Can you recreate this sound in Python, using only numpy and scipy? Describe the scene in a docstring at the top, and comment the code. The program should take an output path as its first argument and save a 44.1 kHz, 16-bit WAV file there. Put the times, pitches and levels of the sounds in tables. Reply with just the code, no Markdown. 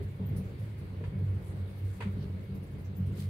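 """Inside a moving train carriage. From the start the body booms near 100 Hz over rolling noise and a faint
rail ring, while rail joints thump the floor and loose trim ticks. At 0.26 s something metal squeaks very
high. A fitting knocks near 1 s and 2 s, each time as a new group of thumps begins, and from about 1.5 s
the trim also rustles now and then. Near 3 s a second squeak sounds among the last thumps."""
import sys
import numpy as np
from scipy import signal
from scipy.fft import rfft, irfft
from scipy.io import wavfile
from scipy.ndimage import uniform_filter1d

SR = 44100
rng = np.random.default_rng(int(sys.argv[2]) if len(sys.argv) > 2 else 0)


def materialize(psi):
    """Save the field psi as 16-bit PCM at rate SR to the path in sys.argv[1].

    A 1-D psi becomes a single channel; in a 2-D psi each row is a channel.
    """
    bounded = np.clip(np.atleast_2d(psi).T, -1, 1)
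    quanta = np.round(bounded * 32767).astype(np.int16)
    wavfile.write(sys.argv[1], SR, quanta)


N = 145089

# Strongest body mode: (time [s], level [dB])
BOOM_LEVEL = [(0, -52), (.08, -40), (.18, -43), (.22, -38), (.33, -33), (.4, -43), (.48, -43), (.57, -54),
              (.61, -35.5), (.72, -45), (.77, -42), (.84, -50), (.96, -39), (1.06, -35.5), (1.13, -48),
              (1.17, -30.5), (1.36, -31), (1.4, -50), (1.5, -41), (1.65, -36), (1.73, -47), (1.78, -37),
              (1.86, -33.5), (1.93, -36), (1.98, -47), (2.02, -36.5), (2.19, -35), (2.23, -44), (2.34, -36),
              (2.46, -48), (2.5, -41), (2.62, -44), (2.68, -54), (2.74, -42), (2.79, -50), (2.91, -36.5),
              (2.96, -49), (3, -36), (3.06, -30.5), (3.12, -38), (3.21, -42), (3.26, -30.5), (3.29, -33)]
# Its drifting pitch: (time [s], frequency [Hz])
BOOM_PITCH = [(0, 97.84), (.3, 98.26), (.63, 104.3), (.95, 96.56), (1.35, 95.9), (1.9, 96), (2.05, 99.18),
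              (2.3, 94.6), (2.6, 90.36), (3, 94.54), (3.29, 97.7)]
# Wheel blows at rail joints: (time [s], level of each of the four floor modes [dB])
JOINT_BLOWS = [(0.0, -39, -68, -76, -38.5), (.198, -37.5, -33, -38.5, -41), (.285, -30.5, -71, -40, -71),
               (0.386, -58, -32, -37, -70), (1.007, -37, -51, -42.5, -44), (1.12, -36.5, -36.5, -40, -47.5),
               (1.21, -29.5, -40, -40.5, -49), (2.053, -40, -29, -54, -46.5), (2.17, -31, -40, -39.5, -50),
               (2.234, -49, -36.5, -55, -41), (2.329, -45, -38, -42.5, -65),
               (2.491, -39.5, -39.5, -73, -46.5), (2.89, -41, -39.5, -53, -64),
               (2.985, -32, -32, -38.5, -58), (3.089, -32.5, -57, -42, -45.5),
               (3.179, -37.5, -38.5, -67, -50)]
# Floor modes: (frequency [Hz], T60 [s], rise [s])
FLOOR_MODES = [(143.64, 0.39, 0.016), (191.15, 0.33, 0.0059), (239.4, 0.1, 0.0013), (400, 0.12, 0.0034)]
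# Rolling noise: (frequency [Hz], relative spectral level [dB])
ROLL_SPECTRUM = [(19, -42), (41, -25), (53, -11), (76, -6), (115, -9), (160, -15), (200, -14), (225, -22),
                 (420, -22), (540, -28), (720, -37), (1270, -42), (2100, -42), (3000, -46), (4600, -50),
                 (5400, -59), (7300, -62), (9300, -56), (11200, -62), (12600, -58), (15600, -61)]
# Its swells: (time [s], relative low level [dB], relative high level [dB])
ROLL_SWELLS = [(0, -46, -64), (.1, -52, -65), (.35, -45.5, -63.5), (.55, -51.5, -62), (.9, -51.5, -63),
               (1.2, -48.5, -65.5), (1.5, -49.5, -63.5), (1.9, -52.5, -61), (2.2, -51, -61.5),
               (2.6, -51.5, -64.5), (2.9, -51.5, -65.5), (3.1, -51, -62.5), (3.29, -52, -60)]
# Its stereo width: (frequency [Hz], side minus mid [dB])
ROLL_SIDE = [(60, -30), (125, -19), (250, -9.5), (500, -7.5), (1100, 2.5), (2500, 0), (8000, 0)]
# Body resonances: (frequency [Hz], width [Hz], lift [dB])
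BODY_RESONANCES = [(139.7, 24, 6), (190, 21.8, 5.5), (374, 19, -2), (2070, 23, 5.5)]
# Cabin balance: (frequency [Hz], left minus right [dB])
CABIN_BALANCE = [(30, 0), (110, -1.2), (250, 2), (600, 0), (2000, -1), (5000, 3), (12000, 3.5)]
# Knocks of the fitting: (time [s], level [dB], ring gain [dB], extra gain of low modes [dB])
KNOCKS = [(1.0095, -64, 0, 23), (1.038, -51, 1, 5), (2.002, -48, -6, 2), (2.006, -42, 1, 2),
          (2.021, -44, -1, -2), (2.067, -53.5, -8, -11)]
# Noise burst of a knock: (frequency [Hz], relative spectral level [dB])
KNOCK_SPECTRUM = [(180, -31), (300, -32), (494, 1.5), (738, -5.5), (970, 5.5), (1120, 1), (2300, 1.5),
                  (4540, -15), (5080, -23), (9370, -20.5), (14000, -42)]
# Modes of the fitting: (frequency [Hz], relative level [dB], T60 [s])
FITTING_MODES = [(445, 0.5, 0.12), (580, -7, 0.082), (965, 5.5, 0.091), (1707, -4, 0.076),
                 (2016, -11, 0.089), (2476, -1, 0.04), (3120, -22, 0.067), (4540, -17, 0.14)]
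# Trim ticks: (time [s], nominal peak [dB], band centre [Hz], left minus right [dB])
TICKS = [(0.029, -56.5, 10320, -2), (0.1087, -60, 10200, -1.5), (0.3693, -44.5, 9800, 2),
         (0.5994, -57, 10400, -2), (0.7884, -58, 10320, 0), (1.293, -61, 9800, 3), (1.6994, -57, 9700, 5),
         (1.783, -57, 12000, -2), (1.8584, -58, 9900, -6), (2.5505, -55, 11600, -2),
         (2.6329, -56, 10020, 0.0), (2.7142, -60, 10180, -1.0), (2.7895, -59.5, 9600, 1.0),
         (2.8514, -57.5, 6250, 1), (3.0653, -56, 9460, 2)]
# Trim rustles: (middle [s], spread [s], level [dB], centre [Hz], width [Hz], left minus right [dB])
RUSTLES = [(1.49, 0.037, -65.5, 9700, 4500, 4), (1.933, 0.049, -68.5, 8550, 5900, 4),
           (2.221, 0.025, -64, 3700, 3030, 1), (3.208, 0.034, -57.5, 10000, 9000, 2.5),
           (3.207, 0.039, -58.5, 3640, 2950, 0)]
# Metal squeaks: (time [s], level [dB], pitch [Hz], second tone gain [dB], second pitch [Hz])
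SQUEAKS = [(.255, -51, 14250, -14, 13700), (2.957, -54, 14280, -4, 14900)]


def body_boom():
    """Resonance: the strongest body mode is a wavering tone; random modulation adds fuzzy sidebands."""
    t = np.arange(N) / SR
    waver = 1 + .018 * band(rng.standard_normal(N), 0, 33)
    hz = np.interp(t, *np.transpose(BOOM_PITCH)) * waver
    carrier = np.exp(2j * np.pi * np.cumsum(hz) / SR)
    real, imag = (band(rng.standard_normal(N), 0, width_hz=24) for _ in range(2))
    fuzz = amp(-15) * (real + 1j * imag)
    envelope = amp(np.interp(t, *np.transpose(BOOM_LEVEL)))
    return envelope * np.sqrt(2) * (carrier * (1 + fuzz)).real


def rail_joints():
    """Impact excitation: each wheel blow rings the floor modes as damped sinusoids."""
    out, t = np.zeros((1, N)), np.arange(SR // 2) / SR
    for start, *levels in JOINT_BLOWS:
        for db, (hz, t60, rise) in zip(levels, FLOOR_MODES):
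            detune = rng.normal(1, .013)
            mode = np.sqrt(2) * np.sin(2 * np.pi * hz * detune * t)
            add(out, start, amp(db) * mode * struck(t, rise, t60))
    return out[0]


def rolling_noise():
    """Source and filter: the body colours wheel-on-rail noise, whose lows and highs swell separately."""
    size, hop, split_hz = 1024, 256, 2400
    low_ref_db, high_ref_db, patch_db = -55, -64.5, 1.26
    t = np.arange(N // hop + 5) * hop / SR
    hz = np.fft.rfftfreq(size, 1 / SR)[:, None]
    mid_re, mid_im, side_re, side_im, patches = rng.standard_normal((len(t), len(hz), 5)).T
    patches = uniform_filter1d(patches, size=14, axis=0)  # smooth over frequency
    patches = unit_rms(uniform_filter1d(patches, size=10, axis=1))  # and over time
    times, low, high = np.transpose(ROLL_SWELLS)
    low_db = np.interp(t, times, low) - low_ref_db
    high_db = np.interp(t, times, high) - high_ref_db
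    high_share = hz ** 2 / (hz ** 2 + split_hz ** 2)
    gain = amp((1 - high_share) * low_db + high_share * high_db + patch_db * patches)
    frames = np.array([mid_re + 1j * mid_im, side_re + 1j * side_im]) * gain
    noise = signal.istft(frames, nperseg=size, noverlap=size - hop)[1][:, :N]
    lift_db = sum(db * bell(N, centre, width) for centre, width, db in BODY_RESONANCES)
    mid, side = filtered(noise, response(ROLL_SPECTRUM, N) * amp(lift_db))
    side = filtered(side, response(ROLL_SIDE, N))
    return amp(-41) * unit_rms(cabin_stereo(mid) + cabin_stereo(side) * [[1], [-1]])


def fitting_knocks():
    """Modal decay and scattering: a short woody ring inside a burst that the cabin makes diffuse."""
    out, t = np.zeros((2, N)), np.arange(SR // 4) / SR
    correlation, low_modes_below_hz, max_phase_rad = -.069, 700, .72
    for start, db, ring_db, low_db in KNOCKS:
        left, other = rng.standard_normal((len(t), 2)).T
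        right = correlation * left + np.sqrt(1 - correlation ** 2) * other
        burst = unit_rms(filtered(np.array([left, right]), response(KNOCK_SPECTRUM, len(t))))
        burst *= struck(t, rise=.0019, t60=.19)
        ring = 0
        for hz, mode_db, t60 in FITTING_MODES:
            decay = amp(mode_db + low_db * (hz < low_modes_below_hz) - 60 * t / t60)
            right_phase = max_phase_rad * min(hz / 1000, 1)
            ring += decay * np.sin(2 * np.pi * hz * t + [[0], [right_phase]])
        ring *= np.minimum(t * 1000, 1)  # 1 ms rise
        add(out, start, amp(db) * (burst + amp(ring_db - 3) * ring))
    return out


def trim_ticks():
    """Damped transients: loose trim gives soft hissy ticks over a random scatter of fainter ones."""
    out, t = np.zeros((2, N)), np.arange(SR // 4) / SR
    rise_s, crest_db, faint_per_s = .013, 6.5, 22
    draws = rng.random((int(faint_per_s * N / SR), 4))
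    faint_ticks = [0, -61, 7000, 0] + draws * [N / SR, -6, 5000, 5]  # columns as in TICKS
    for time, db, hz, balance_db in [*TICKS, *faint_ticks]:
        noise = rng.standard_normal((2, len(t)))
        air = amp(-2) * band(noise, 14040, 3700)
        body = amp(-5) * band(noise, 5130, 2700)
        tick = (band(noise, hz, 1900) + air + body) * struck(t, rise_s, t60=.17)
        add(out, time - rise_s, amp(db - crest_db) * pan(balance_db) * tick)
    return out


def trim_rustles():
    """Amplitude modulation: loose trim rustles as grainy hiss under a Gaussian swell."""
    out, t = np.zeros((2, N)), np.arange(SR // 4) / SR
    lead_s, grain_db = 1 / 8, 3
    for middle, spread, db, hz, width_hz, balance_db in RUSTLES:
        hiss = band(rng.standard_normal((2, len(t))), hz, width_hz)
        grain = amp(grain_db * band(rng.standard_normal(len(t)), 0, 280))
        swell = np.exp(-.5 * ((t - lead_s) / spread) ** 2)
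        add(out, middle - lead_s, amp(db) * pan(balance_db) * unit_rms(hiss * grain) * swell)
    return out


def metal_squeaks():
    """Narrow-band noise is heard as pitch: two very high bands make each metal squeak."""
    out, t = np.zeros((2, N)), np.arange(SR // 4) / SR
    width_hz = 150
    for start, db, hz, second_db, second_hz in SQUEAKS:
        noise = rng.standard_normal(len(t))
        noise = np.array([noise, np.roll(noise, 1)])  # arrives on the right a sample later
        tone = band(noise, hz, width_hz) + amp(second_db) * band(noise, second_hz, width_hz)
        add(out, start, amp(db) * pan(5) * tone * struck(t, rise=.009, t60=.17))
    return out


def rail_ring():
    """Resonance: the rail sustains one faint, slightly wavering tone."""
    hz = 2207 * (1 + .002 * band(rng.standard_normal((2, N)), 0, 39))
    return amp(-74.5) * np.sqrt(2) * np.sin(2 * np.pi * np.cumsum(hz, axis=1) / SR)


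def cabin_stereo(x):
    """Level difference between the ears: each frequency leans left or right."""
    half = np.sqrt(response(CABIN_BALANCE, N))
    return filtered(x, np.array([half, 1 / half]))


def pan(db):
    """Level panning: left exceeds right by db."""
    return amp([[db / 2], [-db / 2]])


def struck(t, rise, t60):
    """Exponential damping after a soft rise."""
    return (1 - np.exp(-(t / rise) ** 2)) * amp(-60 * t / t60)


def band(x, hz, width_hz):
    """Gaussian band-pass at unit rms; centred on 0 Hz it gives a slow fluctuation."""
    return unit_rms(filtered(x, bell(x.shape[-1], hz, width_hz)))


def bell(n, hz, width_hz):
    """Gaussian peak over the spectrum of n samples."""
    return np.exp(-2 * ((np.fft.rfftfreq(n, 1 / SR) - hz) / width_hz) ** 2)


def response(points, n):
    """Amplitude response for n samples, interpolated in dB over log frequency."""
    hz, db = np.transpose(points)
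    return amp(np.interp(np.log1p(np.fft.rfftfreq(n, 1 / SR)), np.log1p(hz), db))


def filtered(x, gain):
    """Filtering multiplies the spectrum."""
    return irfft(rfft(x) * gain, x.shape[-1])


def amp(db):
    """Decibels to amplitude."""
    return 10 ** (np.asarray(db) / 20)


def unit_rms(x):
    """Normalisation to unit power."""
    return x / np.sqrt(np.mean(x ** 2) + 1e-20)


def add(mix, start, sound):
    """Superposition from a start time in seconds."""
    part = mix[:, max(round(start * SR), 0):][:, :sound.shape[-1]]
    part += sound[..., :part.shape[-1]]


def scene():
    """Superposition: the pressures of all sources add in the cabin."""
    running = rolling_noise() + cabin_stereo(body_boom() + rail_joints()) + rail_ring()
    return running + fitting_knocks() + trim_ticks() + trim_rustles() + metal_squeaks()


def record(dry):
    """Band limiting: a steep low-pass removes the highest treble."""
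    lowpass = signal.firwin(1023, 15740, window=("kaiser", 9), fs=SR)
    return signal.oaconvolve(dry, lowpass[None], "same")


dry = scene()
out = record(dry)
materialize(out)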